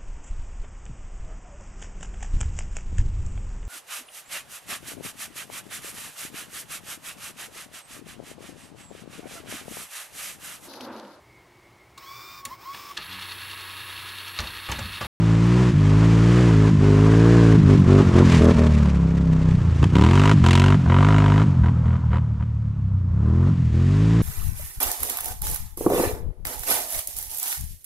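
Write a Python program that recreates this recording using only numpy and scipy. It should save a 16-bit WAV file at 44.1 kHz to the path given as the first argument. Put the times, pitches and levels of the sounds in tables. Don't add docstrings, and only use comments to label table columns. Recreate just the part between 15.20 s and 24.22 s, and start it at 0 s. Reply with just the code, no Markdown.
import sys
import numpy as np
from scipy.fft import rfft, irfft, next_fast_len
from scipy.io import wavfile
from scipy.ndimage import uniform_filter1d

SR = 44100
rng = np.random.default_rng(int(sys.argv[2]) if len(sys.argv) > 2 else 0)


def pcm_store(signal):
    levels = np.round(np.clip(np.atleast_2d(signal), -1, 1) * 32767)
    wavfile.write(sys.argv[1], SR, levels.astype(np.int16).T)


N = 397782
TIME = np.arange(N) / SR

# t/s, cycle rate/Hz
ENGINE_SPEED = [(0, 55.96), (.17, 55.55), (.43, 63.14), (.58, 51.24), (.73, 51.5), (.83, 56), (1.0, 55.94),
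                (1.21, 62.13), (1.37, 52.67), (1.48, 53.9), (1.58, 50.45), (1.76, 51.38), (2.13, 58.9),
                (2.31, 55.57), (2.41, 50.55), (2.51, 50.88), (2.65, 45.42), (2.79, 50.44), (2.91, 43.15),
                (3.01, 45.51), (3.21, 39.61), (3.3, 41.1), (3.54, 37.59), (3.87, 32.88), (4.02, 34.24),
                (4.1, 32.05), (4.29, 32.17), (4.52, 26.78), (4.7, 28.98), (4.97, 48.17), (5.1, 52.5),
                (5.25, 42.97), (5.53, 49.08), (5.67, 42.83), (5.9, 52.44), (6.1, 50.11), (6.22, 52.91),
                (6.4, 40.72), (6.76, 40.53), (7.13, 36.71), (7.33, 37.81), (7.87, 29.47), (8.3, 47.87),
                (8.49, 38.43), (8.82, 53.85), (9.02, 57.75)]
# opens/s, shuts/s, opening 0-1, time to open/s
THROTTLE_TWISTS = [(-.1, 0.498, 0.73, .2), (0.541, 1.488, 0.98, .1), (1.594, 2.359, 0.96, 0.034),
                   (2.462, 2.548, 1, .03), (2.662, 2.809, 0.92, .03), (2.931, 3.024, 0.85, .03),
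                   (3.187, 3.315, 0.94, 0.037), (3.367, 3.469, 0.73, .02), (3.47, 4.33, 0.26, .02),
                   (4.611, 4.653, 1, .015), (4.718, 5.124, 0.96, 0.038), (5.223, 5.55, .98, .02),
                   (5.665, 6.228, .95, 0.039), (6.422, 6.49, 0.86, .02), (6.641, 6.769, 0.58, .02),
                   (6.901, 6.98, 0.94, .02), (7.189, 7.229, .8, .02), (7.888, 8.291, 0.98, .2),
                   (8.519, 9.1, 1, 0.017)]
# t/s, drone/dB, bark/dB, whirr/dB, sand/dB
TRAIL_LEVELS = [(0, -17.5, -49.5, -40.5, -48.5), (1.1, -16, -45, -39, -46), (1.7, -16, -36, -38, -45.5),
                (2.4, -13.5, -36, -38, -45.5), (2.85, -14, -30.5, -32, -41.5),
                (3.1, -14, -29.5, -27.5, -35.5), (3.3, -15, -31, -31, -40), (3.6, -16, -42.5, -33.5, -40),
                (3.9, -18.5, -41, -37, -46), (4.55, -17, -44.5, -35, -39), (4.8, -15.5, -39.5, -35, -43.5),
                (5.3, -15.5, -43.5, -40.5, -45.5), (6.2, -16, -47, -38.5, -51),
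                (6.8, -18.5, -60, -42, -56.5), (7.35, -24, -63.5, -50, -61.5),
                (7.8, -22, -61.5, -49.5, -59), (8.2, -18, -49, -41.5, -57), (8.5, -19, -51.5, -48, -50),
                (9.02, -17.5, -50, -44, -51.5)]
# order, pulling/dB, coasting/dB
LOW_ORDERS = [(1, 0.5, -6.5), (2, 1, -2.5), (3, -1.5, -1), (4, -13.5, -5), (5, -2, -8), (6, -9, -8.5)]
# f/Hz, gain/dB
PIPE_RESPONSE = [(30, -29), (50, -9.5), (62, -8.5), (80, 1.5), (100, 0), (130, 0.5), (160, 1), (195, -1.5),
                 (230, -5), (270, -5.5), (320, -5), (370, 0.5)]
MUFFLER_RESPONSE = [(180, 7), (270, 12.5), (340, 9), (420, 4), (510, -8.5), (620, -14.5), (760, -17.5),
                    (900, -38.5), (1080, -16.5), (1250, -30.5), (1600, -15.5), (2200, -25)]
ASTERN_RESPONSE = [(75, 3), (105, -12), (135, -2), (162, 6), (195, -6), (240, 11.5), (285, -2.5),
                   (325, -5.5), (390, -1.5), (455, 4), (510, 0.5), (590, 11), (720, -2.5)]
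# t/s, rasp/dB, sizzle/dB
RASP_LEVELS = [(4.69, -33, -35), (5.08, -25.5, -33), (5.36, -27.5, -26), (5.54, -29, -40.5),
               (5.7, -26.5, -47), (5.9, -28, -39.5), (6.22, -31.5, -45), (6.5, -35.5, -60),
               (6.95, -35, -56), (7.3, -45, -70)]
# t/s, level/dB, sizzle relative to that level/dB
EXHAUST_POPS = [(4.628, -15.5, -11.5), (4.641, -20, -3), (5.661, -19.5, -32), (6.44, -27, -38),
                (6.92, -29, -29), (6.945, -24, -35), (6.97, -28, -16)]
# t/s, level/dB
GRIT_HITS = [(0.2688, -42.5), (2.598, -36.5), (3.244, -30), (3.303, -44), (3.643, -45)]
# f/Hz, relative level/dB
RUMBLE_SPECTRUM = [(25, -28), (60, -11), (110, -9.5), (180, 8), (260, -1.5), (400, -35.5), (800, -59.5)]
RASP_SPECTRUM = [(280, -28), (480, -5), (534, -1), (583, -17), (716, 1.5), (839, -12), (959, 7.5),
                 (1040, -1), (1580, -5.5), (1970, -13), (2130, -18.5), (3010, -20.5), (4000, -29),
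                 (5200, -52), (8800, -120)]
SIZZLE_SPECTRUM = [(1500, -4.5), (2800, 5.5), (4000, -2), (5200, -8.5), (7400, -8.5), (9000, -16.5),
                   (11000, -23), (13300, -29), (15000, -48.5)]
WHIRR_SPECTRUM = [(200, -3.5), (400, 4.5), (600, 3), (780, -1), (980, 4.5), (1350, 0.5), (1900, -13),
                  (2800, -36.5), (6000, -57)]
SAND_SPECTRUM = [(900, -19.5), (1700, 7), (2900, 2), (4000, -3), (5200, -5), (7300, -8), (9000, -15.5),
                 (11000, -23), (13300, -32), (14500, -54)]
GRIT_SPECTRUM = [(3000, -32.5), (7000, -1.0), (12500, -5.5), (15000, -18)]
WIND_SPECTRUM = [(8, -30.5), (22, 0), (35, -2), (60, -33), (150, -40), (400, -85)]
# f/Hz, correlation 0-1
STEREO_LIKENESS = [(100, 0.95), (500, 0.92), (2000, 0.96), (5000, 0.99), (9000, 0.98), (13000, 0.35)]

SECOND_FIRING = 0.376
CRACK_AT, PASS_AT = 5.308, 3.39
DRONE_LOAD_DB, BARK_LOAD_DB, WHIRR_LOAD_DB, SAND_LOAD_DB = 2.5, 13, 5, 3.5
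CRUISE_HZ, WHIRR_DB_PER_HZ, SAND_DB_PER_HZ = 50, 0.22, 0.42
UPPER_FOLLOW, UPPER_REF_DB = 0.37, -44.5
PIPE_LEAD_HZ = 50
MUFFLER_SHIFT_RAD = -0.33
RASP_SHUT_DB, RING_DB, TEAR_DB = -23, 1.5, -1


def exhaust_drone(cycles, speed, pull, drone_db, bark_db):
    coast, behind = 1 - pull, astern()
    roughness = .03 + .15 * coast ** 2
    stumble = wander(cycles)
    gulp = .55 + np.pi * uniform_filter1d(1. * (pull < .15), size=1400)
    tone, power = 0, 0
    for order, pulling_db, coasting_db in LOW_ORDERS:
        hz = order * speed
        pipe_db = at_hz(PIPE_RESPONSE, hz) + behind * at_hz(ASTERN_RESPONSE, hz)
        upper_db = np.clip((order - 3) / 2, 0, 1) * UPPER_FOLLOW * (bark_db - UPPER_REF_DB)
        gain = amp(pull * pulling_db + coast * coasting_db + pipe_db + upper_db)
        size = 1 + roughness * (1.4 * stumble + 1.8 * wander(cycles))
        shift = np.angle(twin_pulses(order)) + gulp + PIPE_LEAD_HZ / hz + roughness * wander(cycles)
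        tone += gain * size * np.cos(2 * np.pi * order * cycles + shift)
        power += gain ** 2 / 2
    churn = amp(-22.5 + 4.5 * coast ** 2) * noise(RUMBLE_SPECTRUM)
    return amp(drone_db + DRONE_LOAD_DB * pull) * (tone / np.sqrt(power) + churn)


def exhaust_bark(cycles, speed, pull, bark_db):
    shaken = cycles + (.0012 + .006 * (1 - pull) ** 2) * wander(2 * cycles)
    close, behind = bell(PASS_AT, width_s=0.51), astern()
    tone, power = 0, 0
    for order in range(7, 31):
        hz, pulses = order * speed, twin_pulses(order)
        muffler_db = at_hz(MUFFLER_RESPONSE, hz) + behind * at_hz(ASTERN_RESPONSE, hz)
        tilt_db = 11 * close * np.log2(np.minimum(hz, 600) / 400)
        size = abs(pulses) * amp(muffler_db + tilt_db)
        tone += size * np.cos(2 * np.pi * order * shaken + np.angle(pulses) + MUFFLER_SHIFT_RAD)
        power += size ** 2 / 2 * np.clip((hz - 310) / 60, 0, 1)
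    return tone / np.sqrt(power) * amp(bark_db + BARK_LOAD_DB * pull + 0.89 * wander(2 * cycles))


def tailpipe_rasp(cycles, speed, pull):
    rasp_db, sizzle_db = curves(RASP_LEVELS) + RASP_SHUT_DB * (1 - pull)
    facing = uniform_filter1d(1. * (TIME > RASP_LEVELS[0][0]) * (TIME < RASP_LEVELS[-1][0]), size=900)
    second_db = np.interp(speed, [37, 45], [-2, -12])
    puff_s = .0032
    puffs = facing * firings(cycles, speed, puff_s, second_db, scatter_db=1.9, ring=np.ones(SR))
    echoes = firings(cycles, speed, puff_s, second_db, scatter_db=1.0, ring=rng.standard_normal(SR))
    pipe = facing * unit_rms(filtered(echoes, lambda hz: amp(at_hz(RASP_SPECTRUM, hz))))
    tear, sizzle = puffs * amp(rasp_db + TEAR_DB), puffs * amp(sizzle_db)
    for start, db, bright_db in EXHAUST_POPS:
        pop = amp(db) * burst(TIME - start, attack_s=0.00046, decay_s=puff_s)
        tear += pop
        sizzle += pop * amp(bright_db)
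    return pipe * amp(rasp_db + RING_DB) + tear * noise(RASP_SPECTRUM) + sizzle * noise(SIZZLE_SPECTRUM)


def throttle():
    shut_s = 0.019
    twists = [opening * np.clip(np.minimum((TIME - opens) / ramp, 1 - (TIME - shuts) / shut_s), 0, 1)
              for opens, shuts, opening, ramp in THROTTLE_TWISTS]
    return np.max(twists, axis=0)


def firings(cycles, speed, decay_s, second_db, scatter_db, ring):
    puffs = 0
    for offset, db in ((0, 0), (SECOND_FIRING, second_db)):
        count, part = np.divmod(cycles + 1 - offset, 1)
        sizes = amp(scatter_db * rng.standard_normal(size=1024))
        age = part / speed
        envelope = amp(db) * sizes[count.astype(int)] * burst(age, attack_s=0.0011, decay_s=decay_s)
        puffs += envelope * ring[(age * SR).astype(int)]
    return unit_rms(puffs)


def twin_pulses(order):
    return 1 + amp(1.0) * np.exp(-2j * np.pi * order * SECOND_FIRING)


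def astern(middle_s=3.734, half_s=0.64):
    return np.exp(-((TIME - middle_s) / half_s) ** 6)


def drive_whirr(speed, pull, flutter, whirr_db):
    level_db = whirr_db + WHIRR_LOAD_DB * pull + WHIRR_DB_PER_HZ * (speed - CRUISE_HZ)
    return amp(level_db + 1.2 * wander(30 * TIME)) * flutter * noise(WHIRR_SPECTRUM)


def tyre_sand(speed, pull, flutter, sand_db):
    level_db = sand_db + SAND_LOAD_DB * pull + SAND_DB_PER_HZ * (speed - CRUISE_HZ)
    spray_db = 9 * bell(3.15, width_s=.06)
    roost = np.exp(-np.abs(TIME - PASS_AT - .3) / 0.97)
    clumps_db = (0.67 + 2.5 * roost) * wander(90 * TIME) + 3.2 * roost * wander(900 * TIME)
    sand = amp(level_db + spray_db + clumps_db) * (.5 + 0.96 * flutter) * noise(SAND_SPECTRUM)
    return sand * amp([[.5], [-.5]])


def grit_ticks():
    ticks = sum(amp(db) * burst(TIME - start, attack_s=.0001, decay_s=.0009) for start, db in GRIT_HITS)
    return ticks * noise(GRIT_SPECTRUM)


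def microphone_wind():
    breeze_db = -51 + 2.5 * wander(9 * TIME)
    gust_db = 24 * bell(4.3, width_s=0.33)
    return amp(breeze_db + gust_db) * noise(WIND_SPECTRUM)


def amp(db):
    return 10 ** (np.asarray(db) / 20)


def unit_rms(x):
    return x / np.sqrt(np.mean(x ** 2) + 1e-20)


def at_hz(points, hz):
    freqs, values = np.transpose(points)
    return np.interp(np.log(hz + 1), np.log(freqs + 1), values)


def curves(rows):
    times, *columns = np.transpose(rows)
    return [np.interp(TIME, times, column) for column in columns]


def wander(position):
    knots = rng.standard_normal(size=4096)
    return np.interp(position, np.arange(len(knots)), knots)


def bell(middle_s, width_s):
    return np.exp(-((TIME - middle_s) / width_s) ** 2)


def burst(age, attack_s, decay_s):
    age = np.maximum(age, 0)
    return (1 - np.exp(-age / attack_s)) * np.exp(-age / decay_s)


def filtered(x, response):
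    size = next_fast_len(N + SR // 2)
    return irfft(rfft(x, size) * response(np.fft.rfftfreq(size, 1 / SR)), size)[..., :N]


def noise(spectrum):
    def mid_side_gains(hz):
        spread = np.arccos(np.clip(at_hz(STEREO_LIKENESS, hz), 0, 1)) / 2
        return amp(at_hz(spectrum, hz)) * [np.cos(spread), np.sin(spread)]
    mid, side = filtered(rng.standard_normal((2, N)), mid_side_gains)
    return unit_rms(np.array([mid + side, mid - side]))


def scene():
    speed, = curves(ENGINE_SPEED)
    drone_db, bark_db, whirr_db, sand_db = curves(TRAIL_LEVELS)
    pull = throttle()
    cycles = np.cumsum(speed) / SR
    cycles += 1 - np.interp(CRACK_AT, TIME, cycles) % 1
    pressure_cycles = cycles - .1
    drone = exhaust_drone(pressure_cycles, speed, pull, drone_db, bark_db)
    bark = exhaust_bark(pressure_cycles, speed, pull, bark_db)
    rasp = tailpipe_rasp(cycles, speed, pull)
    pulses = firings(cycles, speed, decay_s=0.018, second_db=6.0, scatter_db=0.0, ring=np.ones(SR))
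    flutter = unit_rms(0.69 + pulses)
    whirr = drive_whirr(speed, pull, flutter, whirr_db)
    sand = tyre_sand(speed, pull, flutter, sand_db)
    return drone + bark + rasp + whirr + sand + grit_ticks() + microphone_wind()


def record(dry):
    ceiling, top_hz = .85, 15700
    rounded = dry / (1 + np.abs(dry / ceiling) ** 10) ** (1 / 10)
    return filtered(rounded, lambda hz: hz < top_hz)


dry = scene()
out = record(dry)
pcm_store(out)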